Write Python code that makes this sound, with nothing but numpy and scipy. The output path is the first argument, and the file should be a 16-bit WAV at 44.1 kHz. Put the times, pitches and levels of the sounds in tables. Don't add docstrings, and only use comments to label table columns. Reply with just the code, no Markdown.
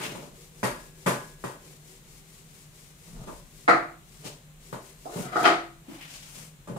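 import sys
import numpy as np
from scipy import signal
from scipy.fft import rfft, irfft, next_fast_len
from scipy.io import wavfile
from scipy.ndimage import uniform_filter1d

SR = 44100
rng = np.random.default_rng(int(sys.argv[2]) if len(sys.argv) > 2 else 0)


def master(y):
    cut = np.clip(np.atleast_2d(y).T, -1, 1)
    pcm = np.round(cut * 32767)
    wavfile.write(sys.argv[1], SR, pcm.astype(np.int16))


N = 298991
T = np.arange(N) / SR
RING = int(0.6 * SR)
PORT_LAG_S = 0.00045
SHELF_T60_S, ROOM_T60_S = 0.38, 0.38

# pitch_hz [Hz], level_db [dB], t60_s [s to fade by 60 dB]
SHELF_RING_TONES = [(187,-12,.28), (313,-6,.3), (336,-5,.54), (391,-5,.33), (485,-7,.32), (668,-2,.3),
                    (704,2,.38), (738,0,.35), (838,-3,.3), (1180,-2,.38), (1222,-1,.3), (1265,2,.38),
                    (1301,0,.36), (1381,-4,.28), (1415,-2,.34), (1510,-7,.28), (1890,-8,.35), (2037,-9,.32),
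                    (2154,-10,.4), (2594,-13,.35), (3047,-13,.3), (3171,-7,.33), (3280,-12,.28),
                    (4950,-14,.25), (5066,-14,.28)]
# pitch_hz [Hz], level_db [dB]
SHELF_COLOUR = [(200,-18.5), (320,-1.5), (430,-12.5), (560,-6), (720,-0.5), (930,-7.5), (1330,3.5),
                (1650,-5.5), (2000,-3.5), (2400,-9.5), (2800,-13), (4500,-20.5)]
# pitch_hz [Hz], level_db [dB]
THUMP_COLOUR = [(88,-37.5), (108,1), (126,7.5), (185,2), (280,-10.5)]


def undb(db):
    return 10 ** (np.asarray(db) / 20)


def unit(x, count=None):
    return x / np.sqrt(np.mean(x[..., :count] ** 2))


def shape(x, gain):
    size = next_fast_len(x.shape[-1] + 4096)
    f = np.fft.rfftfreq(size, 1 / SR) + 0.00088
    return irfft(rfft(x, size) * gain(f), size)[..., :x.shape[-1]]


def colour(x, points):
    hz, db = np.transpose(points)
    f = np.fft.rfftfreq(8192, 1 / SR) + 1
    octaves_outside = np.abs(np.log2(f / np.clip(f, hz.min(), hz.max())))
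    gain_db = np.interp(np.log(f), np.log(hz), db) - 18 * octaves_outside
    cepstrum = irfft(np.log(undb(gain_db)))
    fold = np.r_[1, np.full(4095, 2), np.zeros(4096)]
    response = irfft(np.exp(rfft(cepstrum * fold)))
    return signal.fftconvolve(x, response[None], axes=1)[:, :x.shape[1]]


def diffuse(size):
    f = np.fft.rfftfreq(2 * next_fast_len(size // 2 + 1), 1 / SR)
    likeness = 0.99 * np.sinc(2 * f * PORT_LAG_S)
    noise = rng.standard_normal((2, 2 * len(f))).view(complex)
    mid, side = irfft(noise * np.sqrt([1 + likeness, 1 - likeness]))[:, :size]
    return unit(np.array([mid + side, mid - side]))


def walk(rate):
    knots = rng.standard_normal(N // 20)
    return 1.2 * np.interp(T * rate, np.arange(len(knots)), knots)


def add(out, s, sound):
    start = max(int(s * SR), 0)
    out[:, start:start + RING] += sound[:, :N - start]


def swell(s, length):
    rub = np.exp(-(2 * (T - s) / length) ** 2)
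    room_tail = 0.76 * (T > s) * np.exp(-np.log(1000) * np.abs(T - s) / ROOM_T60_S)
    return np.maximum(rub, room_tail)


def frame(x, ring_s=0.009):
    t = np.arange(2048) / SR
    response = rng.standard_normal(len(t)) * np.exp(-t / ring_s)
    response = response[None] / np.linalg.norm(response)
    return x + signal.fftconvolve(x, response, axes=1)[:, :x.shape[1]]


def echoes(t60, build_s, sparse_s):
    t = np.arange(RING) / SR
    density = np.clip((t / sparse_s) ** 2, 0.02, 1)
    arrivals = (rng.random(RING) < density) / np.sqrt(density)
    build = 1 - 0.21 * np.exp(-t / build_s)
    return diffuse(RING) * arrivals * build * np.exp(-np.log(1000) * t / t60)


def ring(modes, build_s):
    strike_spread_db = 1.2
    t = np.arange(RING) / SR
    out = np.zeros((2, RING))
    for hz, db, t60 in modes:
        phase = 2 * np.pi * rng.random()
        skew = rng.choice([-1, 1]) * min(np.pi * hz * PORT_LAG_S / 2, np.pi / 4)
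        strength = undb(db + strike_spread_db * rng.standard_normal())
        tone = np.sin(2 * np.pi * hz * t + phase + np.array([[skew], [-skew]]))
        out += strength * tone * np.exp(-np.log(1000) * t / t60)
    return out * (1 - np.exp(-t / build_s))


def knocks(rows, modes, body, tick, t60, sparse_s, body_db, thump_db, thump_db_per_octave, tick_db, order):
    ordinary_contact_hz, tick_db_per_octave = 2000, 4.5
    panel_low_hz = 100
    out = np.zeros((2, N))

    def attack(x):
        return unit(x, count=1800)

    for s, level_db, contact_hz, modes_db in rows:
        clatter = attack(colour(echoes(t60, 0.035, sparse_s), body))
        panel = clatter + undb(modes_db) * attack(ring(modes, 0.0006))
        contact = signal.butter(order, min(contact_hz, SR / 3), fs=SR, output="sos")
        panel = attack(signal.sosfilt(contact, panel))
        hardness = np.log2(contact_hz / ordinary_contact_hz)
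        thump = attack(colour(echoes(0.37, 0.0084, 0.0095), THUMP_COLOUR))
        thump = undb(thump_db + thump_db_per_octave * hardness) * thump
        click = attack(colour(frame(echoes(ROOM_T60_S, 0.0059, 0.019)), tick))
        click = undb(tick_db + tick_db_per_octave * hardness) * click
        add(out, s, undb(level_db) * (undb(body_db) * panel + thump + click))
    bass_cut = signal.butter(4, panel_low_hz, "highpass", fs=SR, output="sos")
    return signal.sosfilt(bass_cut, out)


def duster():
    # start_s [s], end_s [s], strokes [count], level_db [dB]
    wipe_bouts = [(0.11, 1.14, 5, -45.5), (1.157, 2.02, 4, -45), (2.028, 2.472, 2, -46),
                  (2.443, 3.732, 5, -46), (4.042, 4.376, 1, -46.5), (4.598, 5.155, 3, -45)]
    # time_s [s], level_db [dB]
    murmur_levels = [(1.2, -13), (1.65, -10.5), (2.0, -15.5), (2.4, -20.5), (4.0, -17.5)]
    # pitch_hz [Hz], level_db [dB]
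    felt_colour = [(530, -42.5), (900, -24), (1080, -3), (1450, -10), (2020, -0.5), (2390, -2),
                   (2660, -3.5), (7590, -1), (15500, -9)]
    murmur_colour = [(250, -18), (350, -12), (385, 0), (425, -14), (478, -8), (540, -19), (1000, -25)]
    turn_speed = 0.37

    rub = np.zeros(N)
    for start, end, strokes, db in wipe_bouts:
        swing = np.sin(np.pi * round(strokes) * (T - start) / (end - start))
        during = (T > start) * (T < end)
        rub = np.maximum(rub, undb(db) * np.hypot(swing, turn_speed) * during)
    rub = uniform_filter1d(rub, size=2000)
    fibres = unit(colour(diffuse(N), felt_colour)) * undb(1.0 * walk(98))
    murmur = unit(colour(diffuse(N), murmur_colour))
    pressure_db = np.interp(T, *np.transpose(murmur_levels))
    return rub * (undb(-9.5) * fibres + undb(pressure_db) * murmur)


def board_knocks():
    # [Hz, cut-off; higher is harder]
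    blows = [(0.0,-32.5,2570), (0.076,-39.5,605), (0.149,-35.5,940), (0.225,-45.5,626), (0.267,-50,606),
             (0.63,-23,2450), (0.637,-19.5,2760), (0.675,-37.5,2390), (1.061,-18,3030), (1.072,-19.5,3070),
             (1.108,-34,2200), (1.438,-27,1800), (3.273,-34,1250), (4.25,-37.5,810), (4.727,-29.5,1520),
             (5.156,-29,760), (5.191,-32,400), (6.367,-47.5,500), (6.673,-35,1380), (6.695,-33,450),
             (6.761,-31,940)]
    # pitch_hz [Hz], level_db [dB], t60_s [s to fade by 60 dB]
    board_ring_tones = [(128.2,-0.5,0.28), (177.2,4,0.13), (388.4,-2,0.18), (582,-5.5,0.45), (858,-5.5,.31),
                        (1025,-7,0.46), (1184,-5,.35), (1490,-9.5,0.49), (1665,-17.5,0.82),
                        (1910,-8.5,0.37), (2370,-14,.3), (2640,-22.5,.25)]
    # pitch_hz [Hz], level_db [dB]
    clatter_colour = [(200,-6.5), (280,-7), (380,-7), (490,-6.5), (580,-4.5), (780,-13.5), (970,-6),
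                      (1370,-12), (1700,-14), (2400,-17.5), (3100,-36.5)]
    tick_colour = [(1800, 1), (3000, -0.5), (5000, -5.5), (8000, -4.5), (11000, -7.5), (15000, -14.5)]
    ring_db = -2
    rows = [(*blow, ring_db) for blow in blows]
    return knocks(rows, board_ring_tones, clatter_colour, tick_colour, t60=0.38, sparse_s=0.05,
                  body_db=-6.0, thump_db=-23.5, thump_db_per_octave=-7.5, tick_db=-18.5, order=3)


def shelf_knocks():
    # start_s [s], level_db [dB], contact_hz [Hz, cut-off], ring_db [dB against the clatter]
    blows = [(3.678,-10,2400,-8), (3.684,-14.5,930,2.5), (3.691,-11,2300,-3), (5.053,-31.5,956,-6.5),
             (5.322,-32,1900,-2), (5.357,-16,1880,5.5), (5.377,-27.5,1650,-5.5), (5.445,-21.5,5300,-4),
             (5.452,-10,5530,-2), (5.468,-17,5360,-1.5), (5.498,-20.5,805,5.5), (5.88,-36.5,310,-10)]
    # pitch_hz [Hz], level_db [dB]
    tick_colour = [(3000,7), (4400,10), (5300,2.5), (7500,-1), (11000,-9.5), (15000,-23.5)]
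    return knocks(blows, SHELF_RING_TONES, SHELF_COLOUR, tick_colour, t60=SHELF_T60_S, sparse_s=0.04,
                  body_db=-6.5, thump_db=-35.5, thump_db_per_octave=-6.5, tick_db=-29.5, order=7)


def slides():
    # middle_s [s], length_s [s], level_db [dB]
    chatters = [(5.26,0.1,-43.5), (5.335,.035,-36.5), (5.41,0.066,-32), (5.442,0.013,-17)]
    force = sum(undb(db) * np.exp(-(2 * (T - s) / length) ** 2) for s, length, db in chatters)
    chatter = force * rng.standard_normal(N) * undb(3.5 * walk(200))
    clatter = unit(colour(echoes(SHELF_T60_S, 0.035, 0.02), SHELF_COLOUR))
    wood = unit(ring(SHELF_RING_TONES, 0.0006)) + clatter
    wood = colour(wood, [(300, -13.5), (750, 2), (1400, -3.5), (4500, 1)])
    return signal.fftconvolve(chatter[None], unit(wood) / np.sqrt(RING), axes=1)[:, :N]


def drags():
    # middle_s [s], length_s [s], level_db [dB], slip_speed [0 to 1]
    drag_rows = [(0.031,0.14,-46.5,0.71), (0.09,0.39,-42,0.37), (3.08,0.073,-45.5,0.21),
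                 (3.177,0.1,-45,0.01), (3.245,0.19,-43.5,0.35), (4.258,0.045,-38,0.35),
                 (5.194,0.18,-42,0.49), (5.431,0.16,-31,0.4)]
    # pitch_hz [Hz], level_db [dB]
    rasp_colour = [(120, -30.5), (200, -6), (231, 4), (460, 5), (531, -4), (613, 3), (860, -5), (1570, -13),
                   (2260, -27), (4500, -24.5), (5850, -50.5), (9900, -120)]
    hiss_colour = [(1400, -1.5), (2600, -7.5), (4500, -10.5), (6800, -10.5), (11000, -16.5), (15000, -22.0)]
    groan_speed, rasp_speed, hiss_speed, speed_spread = 0.046, 0.55, 0.66, 0.27

    slips = diffuse(N) * undb(2.0 * walk(130))
    groan = unit(colour(slips, THUMP_COLOUR))
    rasp = unit(colour(slips, rasp_colour))
    hiss = unit(colour(frame(slips), hiss_colour))
    out = np.zeros((2, N))
    for s, length, db, speed in drag_rows:
        def share(best):
            return np.exp(-((speed - best) / speed_spread) ** 2)

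        mix = share(groan_speed) * groan + share(rasp_speed) * rasp + share(hiss_speed) * hiss
        out += undb(db) * swell(s, length) * mix
    return out


def sleeve():
    # middle_s [s], length_s [s], level_db [dB], pitch_hz [Hz]
    scuff_rows = [(0.045,0.07,-36.5,2380), (0.033,0.024,-44.5,6500), (0.125,0.25,-53,2430),
                  (4.274,0.056,-40,5530), (5.202,0.15,-43,9000), (5.945,.13,-48,744),
                  (6.039,0.07,-44.5,2660), (6.142,0.097,-45,5930), (6.232,0.12,-51.5,6000),
                  (6.387,0.2,-46.5,8200)]
    # pitch_hz [Hz], level_db [dB]
    cloth_colour = [(240, 4), (400, -7), (577, -1), (623, -1.5), (1320, -1.5), (2710, 2), (4030, -4.5),
                    (7440, -7), (13900, -11.5), (15500, -10)]
    threads = colour(diffuse(N) * undb(1.0 * walk(150)), cloth_colour)
    out = np.zeros((2, N))
    for s, length, db, hz in scuff_rows:
        scuff = shape(threads, lambda f: 1 + 1.55 * np.exp(-(np.log2(f / hz) / 0.86) ** 2))
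        out += undb(db) * swell(s, length) * unit(scuff)
    return out


def fan():
    # pitch_hz [Hz], level_db [dB]
    air_colour = [(29, -20.5), (50, -5), (87, -6.5), (162, 0), (288, -13), (809, -18), (2170, -20),
                  (4240, -22), (4670, -37.5), (6850, -22.5), (8300, -24.5), (15500, -42.5)]
    hum_waver_db = 3.5
    hum_hz = 154 + 4 * walk(21)
    hum = np.sin(2 * np.pi * np.cumsum(hum_hz) / SR) * undb(hum_waver_db * walk(16))
    drone = unit(colour(diffuse(N), [(100, -21.0), (125, -11), (155, 11.5), (185, -14.0), (240, -11)]))
    air = unit(colour(diffuse(N), air_colour))
    return undb(-60) * hum + undb(-58.5) * drone + undb(-57) * air


def draught():
    # middle_s [s], length_s [s], level_db [dB]
    gust_rows = [(0.76,0.18,-57), (3.19,0.16,-46.5), (3.345,0.17,-49.5)]
    steady_db = -60
    gust = undb(steady_db) + sum(undb(db) * swell(s, length) for s, length, db in gust_rows)
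    air = diffuse(N) + 0.7 * rng.standard_normal((2, N))
    return gust * unit(colour(air, [(22, -9), (36, 0), (46, -4), (62, -18), (110, -28)]))


def scene():
    # pitch_hz [Hz], level_db [dB]
    port_tilt = [(150, 1), (700, 0), (1400, 3), (3200, 2.5), (6000, 6.5), (9000, 10.5), (14000, 3)]
    wiping = duster()
    blows = board_knocks() + shelf_knocks()
    rubbing = slides() + drags() + sleeve()
    left, right = wiping + blows + rubbing + fan() + draught()
    hz, db = np.transpose(port_tilt)

    def tilt(f):
        return undb(np.interp(np.log(f), np.log(hz), db) / 2)

    return np.array([shape(left, tilt), shape(right, lambda f: 1 / tilt(f))])


def record(dry):
    top_hz = 15550
    hiss = undb(-61.5) * rng.standard_normal(dry.shape)
    top_cut = signal.ellip(10, 0.2, 80, top_hz, fs=SR, output="sos")
    return signal.sosfilt(top_cut, dry + hiss)


dry = scene()
out = record(dry)
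master(out)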